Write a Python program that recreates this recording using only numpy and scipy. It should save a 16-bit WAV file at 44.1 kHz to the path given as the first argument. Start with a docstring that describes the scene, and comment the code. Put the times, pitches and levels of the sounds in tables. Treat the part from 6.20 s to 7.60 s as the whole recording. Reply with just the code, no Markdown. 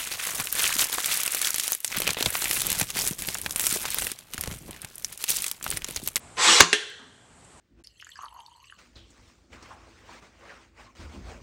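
"""Insects hiss outside a garage; then a battery nail gun fires once.
The motor grinds up against the air piston with whines: random tooth contacts, gearbox resonances, gliding tones.
The driver slams the nail into wood on a light folding table: noise cracks and struck modes.
The piston snaps back, the cylinder knocks and the housing rings on; the garage adds a diffuse tail.
The small recorder turns its gain down on loud sound, recovers slowly and overloads on the shot."""
import sys
import numpy as np
from scipy import signal
from scipy.fft import rfft, irfft
from scipy.io import wavfile

SR = 44100
rng = np.random.default_rng(int(sys.argv[2]) if len(sys.argv) > 2 else 0)


def transcribe(signal):
    """Save signal, clipped to [-1, 1], as a 16-bit WAV file at the path in sys.argv[1]."""
    frames = np.atleast_2d(signal).T
    limited = np.clip(frames, -1, 1)
    pcm = np.round(limited * 32767).astype(np.int16)
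    wavfile.write(sys.argv[1], SR, pcm)


def gain_from_decibels(decibels):
    """Convert decibel values to linear amplitude factors."""
    exponent = np.asarray(decibels, float) / 20
    return 10 ** exponent


N = 61739


def noise():
    """White noise, rms 1."""
    return rng.standard_normal(N)


def at_hz(points, hz):
    """Read a table on a log-frequency axis."""
    table_hz, value = np.transpose(points)
    return np.interp(np.log(hz), np.log(table_hz), value)


def rms_one(x):
    """Scale to rms 1."""
    return x / np.sqrt(np.mean(x ** 2) + 1e-20)


def drift(rate_hz):
    """Slow random wander, rms 1: noise through a double one-pole low-pass."""
    r = np.exp(-2 * np.pi * rate_hz / SR)
    settle = 20000
    wander = signal.lfilter([1], [1, -2 * r, r * r], rng.standard_normal(N + settle))
    return rms_one(wander[settle:])


def resonate(x, hz, width_hz):
    """Band-pass resonance with gain 1 on top."""
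    r = np.exp(-np.pi * width_hz / SR)
    gain = (1 - r * r) / 2
    poles = [1, -2 * r * np.cos(2 * np.pi * hz / SR), r * r]
    return signal.lfilter([gain, 0, -gain], poles, x + 1e-18)


def resonate_twice(x, hz, width_hz):
    """Two equal resonances in series: steeper skirts."""
    return resonate(resonate(x, hz, width_hz), hz, width_hz)


def bands(x):
    """Third-octave bands: centre Hz and signal."""
    edges_hz = 25 * 2 ** (np.arange(29) / 3)
    out = []
    for low, high in zip(edges_hz, edges_hz[1:]):
        sos = signal.butter(2, [low, high], "band", fs=SR, output="sos")
        out.append((np.sqrt(low * high), signal.sosfilt(sos, x)))
    return out


def colour(x, spectrum):
    """Causal colouring: a minimum-phase filter of the spectrum, power gain 1."""
    hz = np.maximum(np.arange(4097) * SR / 8192, 10)
    ceps = irfft(np.log(gain_from_decibels(at_hz(spectrum, hz))))
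    ceps[1:4096] *= 2  # fold to minimum phase
    ceps[4097:] = 0
    h = irfft(np.exp(rfft(ceps)))
    return signal.fftconvolve(x, h / np.sqrt(np.sum(h ** 2)))[:N]


def low_cut(x, hz):
    """Third-order high-pass."""
    return signal.sosfilt(signal.butter(3, hz, "high", fs=SR, output="sos"), x)


def dying(start_s, t60_s):
    """Envelope that jumps to 1 and falls 60 dB in t60."""
    t = np.arange(N) / SR - start_s
    return (t >= 0) * gain_from_decibels(-60 * np.maximum(t, 0) / t60_s)


def window(start_s, length_s):
    """Half-sine swell and the 0-1 position inside it."""
    u = np.clip((np.arange(N) / SR - start_s) / length_s, 0, 1)
    return np.sin(np.pi * u), u


# garage air: (frequency [Hz], density [dB per Hz])
AIR_COLOUR = [(15, -47.5), (25, -15), (80, -0.5), (318, -9), (353, -9.5), (525, -13), (703, -8.5),
              (5840, -25.5), (7420, -21.5), (14000, -49)]
# insect hiss bands: (frequency [Hz], width [Hz], mean level [dB])
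INSECT_BANDS = [(7800, 2000, -59.5), (8000, 900, -65.5), (8510, 1900, -64.5)]
AIR_DB, INSECT_THROB_DB = -50.5, 1.5


def background():
    """Coloured-noise garage air plus insects: narrow noise bands that throb irregularly."""
    air = gain_from_decibels(AIR_DB) * rms_one(colour(noise(), AIR_COLOUR))
    insects = np.zeros(N)
    for hz, width_hz, db in INSECT_BANDS:
        throb = gain_from_decibels(db + INSECT_THROB_DB * drift(12))
        insects += throb * rms_one(resonate_twice(noise(), hz, width_hz))
    return air + insects


# small ticks and shifts of the work:
# (time [s], level [dB], frequency [Hz], width [Hz], t60 [s])
SMALL_TICKS = [(.169, -38.5, 2200, 3050, 0.048), (0.696, -46, 12500, 1440, .03),
               (0.7, -39.5, 8000, 2000, 0.028), (0.794, -52, 8700, 2640, .03),
               (0.7942, -46.5, 225, 147, 0.71), (0.7925, -44.5, 1100, 603, 0.43),
               (1.2467, -50, 7780, 2000, 0.037)]
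# thin high pips: (start [s], length [s], level [dB])
PIP_TIMES = [(0.15, 0.038, -56.5), (0.723, .02, -66), (1.148, .027, -70), (1.323, 0.028, -64.5)]
PIP_HZ, PIP_WIDTH_HZ = 10790, 120


def small_sounds():
    """Ticks: dying noise bursts through resonances. Pips: swells of one narrow noise band."""
    ticks = np.zeros(N)
    for s, db, hz, width_hz, t60_s in SMALL_TICKS:
        burst = gain_from_decibels(db) * dying(s, t60_s) * noise()
        ticks += resonate_twice(burst, hz, width_hz) * np.sqrt(SR / width_hz)  # offset band loss
    swells = sum(gain_from_decibels(db) * window(s, length_s)[0] for s, length_s, db in PIP_TIMES)
    pips = swells * rms_one(resonate_twice(noise(), PIP_HZ, PIP_WIDTH_HZ))
    return ticks + pips


# gear whines and hums that sing out for a moment:
# (start [s], length [s], first frequency [Hz], last frequency [Hz], level [dB])
GEAR_WHINES = [(.167, .055, 1025, 1040, -35), (.263, .03, 3790, 3890, -24), (.279, .034, 3250, 3310, -19),
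               (.316, .038, 3070, 2850, -17.5), (.362, .032, 4070, 3930, -19),
               (.336, .027, 5330, 5060, -25), (.301, .027, 6010, 5910, -25), (.262, .043, 1207, 1214, -25),
               (.256, .1, 326, 334, -35), (.256, .1, 206, 214, -39), (.302, .085, 498, 482, -31),
               (.346, .045, 838, 832, -31), (.386, .02, 4740, 4560, -24), (.155, .016, 6100, 6000, -52),
               (.165, .05, 470, 470, -40), (.295, .025, 2880, 2920, -23)]
WHINE_ROUGH, WHINE_WAVER = .45, .004  # rms fraction of amplitude, of frequency


def whines():
    """Gliding gear tones, rough in level and unsteady in pitch."""
    out = np.zeros(N)
    for start_s, length_s, first_hz, last_hz, db in GEAR_WHINES:
        swell, u = window(start_s, length_s)
        hz = (first_hz + (last_hz - first_hz) * u) * (1 + WHINE_WAVER * drift(80))
        rough = 1 + WHINE_ROUGH * drift(100)
        cycles = np.cumsum(hz) / SR + rng.random()
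        out += gain_from_decibels(db) * swell * rough * np.sin(2 * np.pi * cycles)
    return out


# garage decay: (frequency [Hz], t60 [s])
GARAGE_DECAY = [(60, .06), (130, 0.13), (420, 0.36), (700, .45), (1500, .48), (4000, .48), (8000, 0.44),
                (14000, .26)]
GARAGE_DB, GARAGE_GAP_S = -11, 0.0013


def garage(x):
    """Diffuse tail: convolution with noise dying band by band after a short gap."""
    tail = sum(b * dying(GARAGE_GAP_S, at_hz(GARAGE_DECAY, hz)) for hz, b in bands(noise()))
    return signal.fftconvolve(x, tail / np.sqrt(np.sum(tail ** 2)))[:N]


# motor load while it winds the piston:
# (time [s], level [dB], treble tilt about 1 kHz [dB per octave])
MOTOR_LOAD = [(0.159, -69.5, 5.3), (0.167, -45, -1.5), (0.178, -18, -3), (.2, -14, -1.2),
              (0.239, -12.5, 1.4), (0.289, -9, 0.7), (.36, -12.5, 2.2), (0.401, -13, 0.97),
              (.409, -40, -0.4)]
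# gear train colour: (frequency [Hz], density [dB per Hz])
GRIND_COLOUR = [(59, -73.5), (100, -43), (209, -21.5), (258, -32.5), (326, -14), (497, -9.5), (552, -19),
                (825, -6), (2090, -8), (2990, -9.5), (3610, -6.5), (8060, -16), (12000, -39.5),
                (15500, -52)]
# resonances the teeth excite: (frequency [Hz], width [Hz], relative level [dB])
GEARBOX_RESONANCES = [(1855, 15, -7), (2562, 10, 2), (2820, 44, -16.5), (3553, 110, -2), (3670, 62, -6.5),
                      (4123, 15, -1), (4820, 8.3, 0), (4780, 35, -21.5), (5550, 43, -12), (6350, 55, -2),
                      (7870, 29, -3.5), (7886, 110, 5)]
TEETH_PER_S, TOOTH_SPREAD_DB = 6000, 0.5  # mean rate, mean excess
GEARBOX_DB, GRIND_FLICKER_DB = -6.5, 0.5


def motor():
    """Dense random tooth contacts, coloured and rung in the gearbox; load sets level and tilt."""
    s, level_db, tilt = np.transpose(MOTOR_LOAD)
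    t = np.arange(N) / SR
    hits = rng.random(N) < TEETH_PER_S / SR
    sign = rng.choice([-1, 1], N)
    teeth = hits * sign * gain_from_decibels(TOOTH_SPREAD_DB * rng.exponential(1, N))
    box = np.zeros(N)
    for k, (hz, width_hz, db) in enumerate(GEARBOX_RESONANCES):
        box += (-1) ** k * gain_from_decibels(db) * rms_one(resonate(teeth, hz, width_hz))
    raw = rms_one(colour(teeth, GRIND_COLOUR)) + gain_from_decibels(GEARBOX_DB) * rms_one(box)
    tilt = np.interp(t, s, tilt)
    out = np.zeros(N)
    for hz, band in bands(raw):
        out += band * gain_from_decibels(tilt * np.log2(hz / 1000) + GRIND_FLICKER_DB * drift(18))
    return out / np.std(raw) * gain_from_decibels(np.interp(t, s, level_db, left=-120, right=-120))


STRIKE_SPREAD_DB = 1.5
CONTACT_S = .0001  # softness of a blow


def modes(contacts, table):
    """Each contact strikes every decaying mode at its own strength; soft contact dulls the sum."""
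    out = np.zeros(N)
    for hz, level_db, t60_s in table:
        for start_s, db, _ in contacts:
            phase = 2 * np.pi * hz * (np.arange(N) / SR - start_s)
            strike_db = db + level_db + rng.normal(0, STRIKE_SPREAD_DB)
            out += gain_from_decibels(strike_db) * dying(start_s, t60_s) * np.sin(phase)
    r = np.exp(-1 / (CONTACT_S * SR))
    return signal.lfilter([1 - r], [1, -r], out)


def cracks(contacts, spectrum):
    """Each contact is a noise burst that jumps up and dies, then is coloured."""
    envelope = sum(gain_from_decibels(db) * dying(s, t60_s) for s, db, t60_s in contacts)
    return colour(noise() * envelope, spectrum)


# release, driver on nail, piston on bumper, rebound: (time [s], level [dB], t60 [s])
SHOT_CONTACTS = [(.4012, -11.5, 0.061), (.4049, 2, 0.026), (.4068, 12, 0.011), (.4102, 3, 0.013),
                 (.4123, 7.5, 0.015), (.417, 2.5, 0.11)]
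# shot crack colour: (frequency [Hz], density [dB per Hz])
SHOT_CRACK_COLOUR = [(24, -41), (40, -16), (363, -3), (790, -8), (1630, -2), (3560, -7.5), (4800, -2.5),
                     (5440, -10.5), (6170, -2), (7540, -8), (16000, -44.5)]
# gun housing modes: (frequency [Hz], relative level [dB], t60 [s])
HOUSING_MODES = [(1615, -4, .1), (1780, -2, .14), (2487, -12, .13), (2810, -13, .15), (3010, -6, .09),
                 (3270, -5, .15), (3435, -6, .18), (3750, -10, .08), (4016, -16, .18), (5000, -22, .2),
                 (5500, -22, .2), (6010, -19, .2), (6220, -14, .14), (6650, -21, .2)]
# wood and table top modes: (frequency [Hz], relative level [dB], t60 [s])
TABLE_MODES = [(130, -4.5, 0.059), (171, -11, 0.22), (972, -3, .08), (1058.6, -8.5, 0.32), (1179, 2, .14),
               (1126, -0.5, 0.073), (1660, 5.5, .06), (4830, -15, .12)]
SHOT_HOUSING_DB, SHOT_TABLE_DB, SHOT_LOW_CUT_HZ = -23, -17.5, 85


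def shot():
    """Driver, nail and bumper contacts crack and strike housing and table modes."""
    crack = cracks(SHOT_CONTACTS, SHOT_CRACK_COLOUR)
    housing = gain_from_decibels(SHOT_HOUSING_DB) * modes(SHOT_CONTACTS, HOUSING_MODES)
    table_top = gain_from_decibels(SHOT_TABLE_DB) * modes(SHOT_CONTACTS, TABLE_MODES)
    return low_cut(crack + housing + table_top, SHOT_LOW_CUT_HZ)


# one knock a stroke: (time [s], level [dB], contact t60 [s], not used by modes())
CYLINDER_KNOCKS = [(.405, -7, .01), (.5294, -8.5, .01)]
# hollow air cylinder: (frequency [Hz], relative level [dB], t60 [s])
CYLINDER_MODES = [(421, 0, .1)]


def cylinder():
    """Hollow decaying cylinder mode, struck at each end of the stroke."""
    return modes(CYLINDER_KNOCKS, CYLINDER_MODES)


# contacts as the piston snaps back: (time [s], level [dB], t60 [s])
RETURN_CONTACTS = [(.5284, -33, 0.014), (.5293, 5.5, 0.014), (.5305, -9, 0.012), (.532, -7, 0.011),
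                   (.5342, 4.5, 0.011), (.5388, -8, 0.12)]
# return crack colour: (frequency [Hz], density [dB per Hz])
RETURN_CRACK_COLOUR = [(100, -37), (300, -4), (1000, -7), (1610, -1), (3200, 3), (4670, -7), (6290, -4),
                       (9820, -14.5), (12500, -30.5), (15500, -38)]
RETURN_HOUSING_DB, SNAP_LOW_CUT_HZ = -10.5, 190


def snap_back():
    """Piston return contacts crack and strike the housing; cylinder and lasting ring join in."""
    ring = housing_ring()
    crack = cracks(RETURN_CONTACTS, RETURN_CRACK_COLOUR)
    housing = gain_from_decibels(RETURN_HOUSING_DB) * modes(RETURN_CONTACTS, HOUSING_MODES)
    return low_cut(crack + housing + cylinder() + ring, SNAP_LOW_CUT_HZ)


# broad lasting housing ring: (frequency [Hz], width [Hz], level [dB], t60 [s])
HOUSING_RING = [(428, 72, -36, 1.04), (1596, 170, -26.5, 0.82), (1870, 250, -28, 0.72),
                (3020, 130, -40, 0.99), (3270, 380, -22, 0.73), (4070, 340, -29.5, 0.72),
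                (5950, 1600, -34.5, 0.85)]


def housing_ring():
    """Resonant noise bands that start on the second return contact and die slowly."""
    start_s = RETURN_CONTACTS[1][0]
    out = np.zeros(N)
    for hz, width_hz, db, t60_s in HOUSING_RING:
        band = resonate(resonate(noise(), hz, width_hz), hz, 3 * width_hz)
        out += gain_from_decibels(db) * dying(start_s, t60_s) * rms_one(band)
    return out


def scene():
    """Gun with its garage tail, small sounds and background."""
    gun = motor() + whines() + shot() + snap_back()
    return (gun + gain_from_decibels(GARAGE_DB) * garage(gun) + small_sounds() + background())[None]


MIC_ROLL_HZ, TOP_CUT_HZ = 11300, 15700


def microphone(x):
    """Gentle treble roll-off, then a steep top cut."""
    x = signal.sosfilt(signal.butter(2, MIC_ROLL_HZ, fs=SR, output="sos"), x)
    return signal.sosfilt(signal.cheby2(12, 60, TOP_CUT_HZ, fs=SR, output="sos"), x)


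GAIN_FROM_DB, GAIN_SHARE = -11.5, 0.83  # threshold, share of the excess removed
GAIN_RELEASE_DB_PER_S, GAIN_ATTACK_S = 15, 0.0027


def auto_gain(x):
    """Level above the threshold pulls the gain down; it recovers at a steady dB rate."""
    level_db = 10 * np.log10(signal.lfilter([.01], [1, -.99], x[0] ** 2) + 1e-12)
    wanted_db = GAIN_SHARE * np.maximum(level_db - GAIN_FROM_DB, 0)
    ramp_db = GAIN_RELEASE_DB_PER_S * np.arange(N) / SR
    cut_db = np.maximum.accumulate(wanted_db + ramp_db) - ramp_db  # held peak, linear release
    r = np.exp(-1 / (GAIN_ATTACK_S * SR))
    cut_db = signal.lfilter([1 - r], [1, -r], cut_db)
    return x * gain_from_decibels(-cut_db)


OVERLOAD, OUTPUT_LOW_CUT_HZ = .99, 35


def overload(x):
    """Hard clipping, then the output low cut."""
    return low_cut(np.clip(x, -OVERLOAD, OVERLOAD), OUTPUT_LOW_CUT_HZ)


def low_pass(x):
    """Removes everything above the highest recorded frequency."""
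    return signal.sosfilt(signal.butter(12, 20000, fs=SR, output="sos"), x)


def record(dry):
    """Small recorder: microphone, automatic gain, overload."""
    mix = overload(auto_gain(microphone(dry)))
    return low_pass(mix)


dry = scene()
out = record(dry)
transcribe(out)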